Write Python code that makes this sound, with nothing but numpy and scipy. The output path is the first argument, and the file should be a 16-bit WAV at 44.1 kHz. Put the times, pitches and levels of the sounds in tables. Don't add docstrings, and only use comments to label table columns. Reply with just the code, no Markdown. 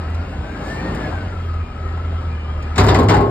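import sys
import numpy as np
from scipy import signal
from scipy.fft import rfft, irfft
from scipy.io import wavfile
from scipy.ndimage import uniform_filter1d

SR = 44100
rng = np.random.default_rng(int(sys.argv[2]) if len(sys.argv) > 2 else 0)


def amplitude_ratio(level_db):
    exponent = np.asarray(level_db, float) / 20
    return 10 ** exponent


def to_wav(s):
    ch = np.atleast_2d(s).T
    pcm = np.round(np.clip(ch, -1, 1) * 32767)
    wavfile.write(sys.argv[1], SR, pcm.astype(np.int16))


N = 145530


def evened(x):
    return x / np.sqrt(np.mean(x ** 2) + 1e-20)


def read(points, hz):
    f, value = np.transpose(points)
    return np.interp(np.log(hz + 1), np.log(f + 1), value)


def curve(table, column, t):
    table = np.array(table)
    return np.interp(t, table[:, 0], table[:, column])


def phase(hz):
    return 2 * np.pi * np.cumsum(hz) / SR


def wander(top_hz):
    z = rfft(rng.standard_normal(4096))
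    slow = irfft(z * np.exp(-(np.arange(len(z)) * SR / N / top_hz) ** 2))
    return evened(np.interp(np.linspace(0, len(slow) - 1, N), np.arange(len(slow)), slow))


def resonate(x, hz, width_hz):
    turn = np.exp(1j * phase(hz * np.ones(len(x))))
    r = np.exp(-np.pi * width_hz / SR)
    return 2 * (turn * signal.lfilter([1 - r], [1, -r], x / turn)).real


def rung_noise(size, hz, width_hz):
    once = resonate(rng.standard_normal(size), hz, width_hz)
    return evened(resonate(once, hz, width_hz))


def shaped(gain_at, size):
    overlap = size * 3 // 4
    hz, t, z = signal.stft(rng.standard_normal(N), SR, nperseg=size, noverlap=overlap)
    z = z * gain_at(hz[:, None], t[None])
    return signal.istft(z, SR, nperseg=size, noverlap=overlap)[1][:N]


def patches(shape, bins, frames):
    blotches = uniform_filter1d(rng.standard_normal(shape), size=bins, axis=0)
    return evened(uniform_filter1d(blotches, size=frames, axis=1))


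# time in seconds, pitch in Hz, level in dB.
DRONE = [(0, 79, -22), (.04, 79, -28), (.11, 80, -21), (.15, 82, -20), (.225, 83, -21), (.245, 85, -35),
         (.31, 84, -27), (.37, 75, -27), (.41, 74, -19.5), (.44, 74, -36), (1.11, 88, -36), (1.14, 86, -22),
         (1.21, 88, -29), (1.25, 90, -21), (1.28, 90, -28), (1.51, 82.5, -21), (1.628, 82, -19),
         (1.645, 81, -37), (1.71, 79, -31), (1.82, 80, -24), (1.91, 82, -23), (2.17, 82.5, -20),
         (2.238, 82, -28), (2.252, 81, -19), (2.4, 76.5, -25), (2.5, 76.5, -23), (2.76, 77, -22),
         (3.3, 78, -34)]


def exhaust_drone(t):
    firing = phase(curve(DRONE, 1, t))
    level_db = curve(DRONE, 2, t) + 0.5 * wander(25)
    throb = 1 + 0.18 * np.cos(firing / 4)
    return np.sqrt(2) * amplitude_ratio(level_db) * throb * np.cos(firing)


def pipe_boom():
    return amplitude_ratio(-41) * rung_noise(N, hz=78.6, width_hz=25.6)


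# time in seconds, pitch in Hz, level in dB.
WHINE = [(0, 1254, -42), (.17, 1375, -40), (.3, 1450, -47), (.52, 1575, -42), (.64, 1680, -42),
         (.72, 1760, -34), (.8, 1810, -40), (.86, 1850, -39), (.95, 1795, -44), (1.05, 1710, -33),
         (1.1, 1650, -49), (1.16, 1566, -33), (1.22, 1515, -36), (1.26, 1470, -46), (1.33, 1370, -40),
         (1.45, 1285, -39.5), (1.62, 1250, -39.5), (1.9, 1300, -39.5), (2.12, 1350, -42), (2.2, 1295, -42),
         (2.3, 1275, -41), (2.42, 1190, -43), (2.52, 1240, -46), (2.62, 1240, -43), (2.76, 1295, -39),
         (2.9, 1295, -46)]


def shaft_phase(t):
    return phase(curve(WHINE, 1, t) / 48)


# cycles per revolution, level in dB, wander in dB.
SHAFT_ORDERS = [(1.5, -31, 2.5), (2.02, -38, 3), (2.5, -39, 3), (4.6, -41, 2.5), (6.1, -45, 3),
                (9.3, -46, 2), (14, -51, 2.5)]


def shaft_hum(t):
    shaft = shaft_phase(t)
    out = np.zeros(N)
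    for order, db, wander_db in SHAFT_ORDERS:
        level = np.sqrt(2) * amplitude_ratio(db + wander_db * wander(8.1))
        out += level * np.sin(order * shaft + .5 * wander(24))
    return out


# frequency in Hz, density in dB per Hz.
ROAR = [(25, -24), (50, -1.5), (200, -5.5), (420, -10), (1300, -15.5), (2900, -24), (5500, -36.5),
        (15000, -63.5)]
# frequency in Hz, gain in dB per doubling of speed.
REVS = [(60, 14), (200, 17.5), (700, 13.5), (1500, 10), (4000, 8.5), (9000, 14.5)]


def engine_roar(t):
    idle_hz, patch_db, swell_db = 1260, 1, 1.14
    swell = wander(3.0)

    def gain_at(hz, s):
        revs_db = read(REVS, hz) * np.log2(curve(WHINE, 1, s) / idle_hz)
        blotch_db = patch_db * patches((hz * s).shape, bins=8, frames=10)
        slow_db = swell_db * np.interp(s * SR, np.arange(N), swell)
        return amplitude_ratio(read(ROAR, hz) + revs_db + blotch_db + slow_db)

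    firing = 1 + 0.12 * np.cos(3 * shaft_phase(t))
    return amplitude_ratio(-30.5) * evened(shaped(gain_at, size=1024)) * firing


def gear_whine(t):
    hz = curve(WHINE, 1, t)
    clean = np.sqrt(2) * np.sin(phase(hz + 12 * wander(40.3)))
    blur = rung_noise(N, hz, width_hz=90)
    idling = np.clip((1450 - hz) / 150, 0, 1)
    clean_share = .5 + .22 * (1 - idling)
    pulse = 1 + (.2 + .3 * idling) * np.cos(phase(curve(DRONE, 1, t)) / 4)
    level = amplitude_ratio(curve(WHINE, 2, t) + 2.0 + 2 * wander(22))
    return level * pulse * (clean_share * clean + (1 - clean_share) * blur)


# start in seconds, length in seconds, pitch in Hz, glide in Hz, level in dB.
WHISTLES = [(.68, .47, 870, 30, -40), (2.26, .29, 2385, -70, -46), (0, .17, 1930, 180, -48),
            (2.55, .15, 2390, 60, -47), (1.59, .12, 2410, 40, -48), (1.9, .36, 3200, 60, -56),
            (.74, .2, 4380, 80, -51), (1, .12, 4220, 0, -54), (.81, .22, 3560, -60, -52),
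            (.75, .07, 2380, 0, -41), (1.8, .2, 1880, 60, -49), (2.32, .17, 2940, 20, -53),
            (1.3, .25, 3230, -20, -58), (2.47, .2, 3220, 0, -55), (.48, .1, 2400, 0, -49),
            (1.4, .17, 15030, 0, -70), (1.4, .14, 13800, 0, -75), (1.4, .12, 14200, 0, -73)]


def hydraulic_whistles(t):
    out = np.zeros(N)
    for start, length, tone_hz, glide_hz, db in WHISTLES:
        u = np.clip((t - start) / length, 0, 1)
        hz = (tone_hz + glide_hz * (u - .5)) * (1 + .004 * wander(30))
        tone = np.sqrt(2) * amplitude_ratio(2 * wander(15)) * np.sin(phase(hz))
        out += amplitude_ratio(db) * np.sqrt(np.sin(np.pi * u).clip(0)) * tone
    return out


# start in seconds, level in dB, centre in Hz.
KNOCKS = [
    (.1, -57, 8000),
    (.146, -40, 4000),
    (.948, -41, 7000),
    (1.125, -27, 800),
    (1.974, -28, 900),
    (1.54, -42, 2500),
    (2.05, -42, 2500),
    (2.35, -41, 1800),
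    (2.625, -43, 4500),
    (.778, -40, 2000),
]


def linkage_knocks(t):
    out = np.zeros(N)
    t60_s = .06
    for start, db, hz in KNOCKS:
        tick = rung_noise(SR // 8, hz, 0.83 * hz)
        out[round(start * SR):][:len(tick)] += tick * amplitude_ratio(db - 60 * t[:len(tick)] / t60_s)
    return out


# peak in seconds, width in seconds, level in dB.
PUFFS = [
    (0.702, 0.082, -46),
    (1.4, 0.081, -61),
    (0.3, 0.055, -58),
]


def air_puffs(t):
    def gain_at(hz, s):
        ratio = hz / 4900
        return ratio ** 2 / (1 + ratio ** 5.1) + 0 * s

    swell = sum(amplitude_ratio(db) * np.exp(-((t - peak) / width) ** 2) for peak, width, db in PUFFS)
    return evened(shaped(gain_at, size=256)) * swell


# start in seconds, level in dB, brightness in dB, boom in dB, sheen in dB per octave.
SLAMS = [(2.758, -24.5, 3.5, -7, 15), (2.78, -11.5, 8, 4, 24.5), (2.799, -22, -4, 2, 24),
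         (2.837, -15.5, -6.5, 2, 10), (2.865, -20.5, 4.5, -1.5, 12), (2.884, -11.5, 0.5, -1, -5),
         (2.944, -14.5, 1, 1, 5), (2.988, -15, -6.5, 0.5, 9), (3.031, -23.5, -8, -3.5, 0),
         (3.085, -16, 3, 0.5, 24), (3.095, -11.5, -1.5, -15, 23.5), (3.14, -15, -5, -10, 17),
         (3.166, -18.5, -11, -13.5, 9), (3.206, -20.5, -13.5, -26.5, 5)]
# frequency in Hz, density in dB per Hz.
CRASH = [(30, -24), (80, 1), (190, -7.5), (400, -4.5), (570, -12.5), (1050, -11), (4000, -19.5),
         (7500, -31)]
# frequency in Hz, t60 in seconds.
CRASH_T60 = [(60, 1.8), (400, 1.92), (1200, 0.48), (2500, 0.15), (7000, 0.15), (12000, 0.052)]
# frequency in Hz, rise in seconds.
CRASH_RISE = [(60, 0.0047), (400, 0.0066), (2000, 0.001), (8000, 0.0006)]


def bin_crash(t):
    def sheen_octaves(hz):
        return np.log2(np.maximum(hz / 8000, 1))

    def gain_at(hz, s):
        power = 0
        bright = hz / (hz + 2500)
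        low = np.clip(1 - hz / 300, 0, 1)
        for at, db, bright_db, boom_db, sheen_db in SLAMS:
            since = np.maximum(s - at, 0)
            rise = np.minimum(since / read(CRASH_RISE, hz), 1)
            body_db = db * (1 - low) + (boom_db - 14) * low
            color_db = bright_db * bright + sheen_db * sheen_octaves(hz)
            fade_db = -60 * since / read(CRASH_T60, hz)
            power = power + (rise * amplitude_ratio(body_db + color_db + fade_db)) ** 2
        rattle_db = 0.5 * bright * patches(power.shape, bins=10, frames=5)
        return np.sqrt(power) * amplitude_ratio(19 + rattle_db)

    hz = np.fft.rfftfreq(N, 1 / SR)
    spectrum_db = read(CRASH, hz) - 75 * sheen_octaves(hz)
    crash = irfft(rfft(shaped(gain_at, size=256)) * amplitude_ratio(spectrum_db), N)
    return crash * (t > SLAMS[0][0])


# pitch in Hz, level in dB, t60 in seconds.
PANELS = [(61.6, 2.5, 1), (101.6, 6.5, 1), (238, -4, 1), (307.2, -6, 0.74), (389.6, -7, 1),
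          (418.5, -5, 0.54), (449, -9.5, 0.64), (729.6, -9.5, 0.68), (863, -8, 0.14), (961, -4, 0.46),
          (1080, -4.5, 0.95), (1500, -24.5, 0.13), (2000, -12, 0.053), (3580, -23, 0.19)]


def panel_ring(t):
    spread_db, shudder_t60_s = 3, 0.15
    out = np.zeros(N)
    first = round(SLAMS[0][0] * SR)
    after = t[first:]
    for hz, mode_db, t60 in PANELS:
        shudder = np.zeros(N - first)
        for at, db, _, boom_db, _ in SLAMS:
            strike_db = boom_db - 17 if hz < 150 else db
            strike_db += spread_db * rng.standard_normal() * min(hz / 500, 1)
            shudder += (after > at) * amplitude_ratio(strike_db - 60 * abs(after - at) / shudder_t60_s)
        drift_hz = hz * (1 + .008 * wander(12)[first:])
        ring = resonate(shudder * rng.standard_normal(N - first), drift_hz, 3.5 / t60)
        out[first:] += amplitude_ratio(mode_db - 24) * evened(ring)
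    return out


# start in seconds, pitch in Hz, level in dB, t60 in seconds.
CLANKS = [(2.758, 5350, -40, .05), (2.78, 3980, -25, .06), (2.782, 2150, -19, 0.11), (2.782, 950, -15, .14),
          (2.84, 916, -16.5, 0.14), (2.888, 4800, -23, 0.066), (2.887, 3550, -18, 0.11),
          (2.888, 2040, -19, 0.088), (2.888, 695, -18, 0.074), (2.948, 1950, -19.5, 0.089),
          (2.955, 1070, -21, 0.64), (3.034, 52.2, -22, 0.16), (3.092, 2034, -19.5, .12),
          (3.097, 1813, -22, 0.18), (3.136, 1465, -18.5, 0.12), (3.142, 838, -13.5, 0.21),
          (3.149, 55.4, -14, .3), (3.164, 1596, -35, .1), (3.2, 787, -13, 0.089),
          (3.205, 397.8, -16.5, 0.7), (3.236, 489, -23.5, 0.14), (3.278, 294, -19.5, 0.18)]


def clanks():
    out = np.zeros(N + SR)
    u = np.arange(SR // 3) / SR
    for start, hz, db, t60 in CLANKS:
        upper = np.sin(2 * np.pi * hz * 1.03 * u + 2 * np.pi * rng.random())
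        pair = np.sin(2 * np.pi * hz * u) + 0.85 * upper
        rattle = evened(resonate(rng.standard_normal(len(u)), hz, 0.027 * hz))
        rise = np.minimum(u / (0.0021 + 1 / hz), 1)
        out[round(start * SR):][:len(u)] += rise * amplitude_ratio(db - 60 * u / t60) * (pair + 0.2 * rattle)
    return out[:N]


def street(x):
    t60_s = .2
    at = np.arange(0, 6000, 20) + rng.integers(0, 20, size=300)
    taps = np.zeros(at[-1] + 1)
    taps[at] = rng.choice([-1., 1.], len(at)) * amplitude_ratio(-60 * at / SR / t60_s)
    return signal.fftconvolve(x, taps / np.linalg.norm(taps))[:N]


# frequency in Hz, left over right in dB.
SHADE = [(300, 0), (500, 2), (800, 7), (1300, 8), (1900, 4), (2800, -1.5), (4600, -6), (5600, 0)]
# frequency in Hz, lead of the left port in radians.
LEAD = [(1500, 0), (2100, .4), (2650, 1.9), (3300, 2.1), (4300, 1.8), (4700, 2.3), (5100, 1.1), (5650, 2.4)]
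# frequency in Hz, share of the sound common to both.
ALIKE = [(250, .9995), (520, .72), (850, .52), (1800, .8), (2500, .55), (3600, .82), (4800, .45),
         (5600, .55)]


def two_ports(x):
    hz = np.fft.rfftfreq(N, 1 / SR)
    alike = np.clip(read(ALIKE, hz), 0, 1)
    shade = amplitude_ratio(read(SHADE, hz) / 2)
    direct = rfft(x)
    right = direct * alike * np.exp(-1j * read(LEAD, hz)) + rfft(street(x)) * np.sqrt(1 - alike ** 2)
    return np.array([irfft(direct * shade, N), irfft(right / shade, N)])


def scene():
    t = np.arange(N) / SR
    engine = exhaust_drone(t) + pipe_boom() + shaft_hum(t) + engine_roar(t)
    lift = gear_whine(t) + hydraulic_whistles(t) + linkage_knocks(t) + air_puffs(t)
    steel = bin_crash(t) + panel_ring(t) + clanks()
    return two_ports(engine + lift + steel)


def band_limit(x):
    return signal.sosfilt(signal.butter(12, 15400, fs=SR, output="sos"), x)


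FLIPS_HZ = [5750, 6700, 9400, 11200, 13850]


def record(dry):
    excess = 0.95 * dry - np.tanh(dry / 0.91) * 0.87
    below_5k = signal.butter(4, 5000, fs=SR, output="sos")
    limited = 0.98 * dry - signal.sosfiltfilt(below_5k, excess)
    held = signal.lfilter(*signal.butter(2, 50.5, "high", fs=SR), limited)
    hz, t, z = signal.stft(held, SR, nperseg=512)
    drift = 1 + .015 * np.interp(t * SR, np.arange(N), wander(25))
    band = np.searchsorted(FLIPS_HZ, hz[:, None] * drift)
    z[1] = np.where(band > 0, z[0] * (-1.) ** band, z[1])
    mix = signal.istft(z, SR, nperseg=512)[1][:, :N]
    return band_limit(mix)


dry = scene()
out = record(dry)
to_wav(out)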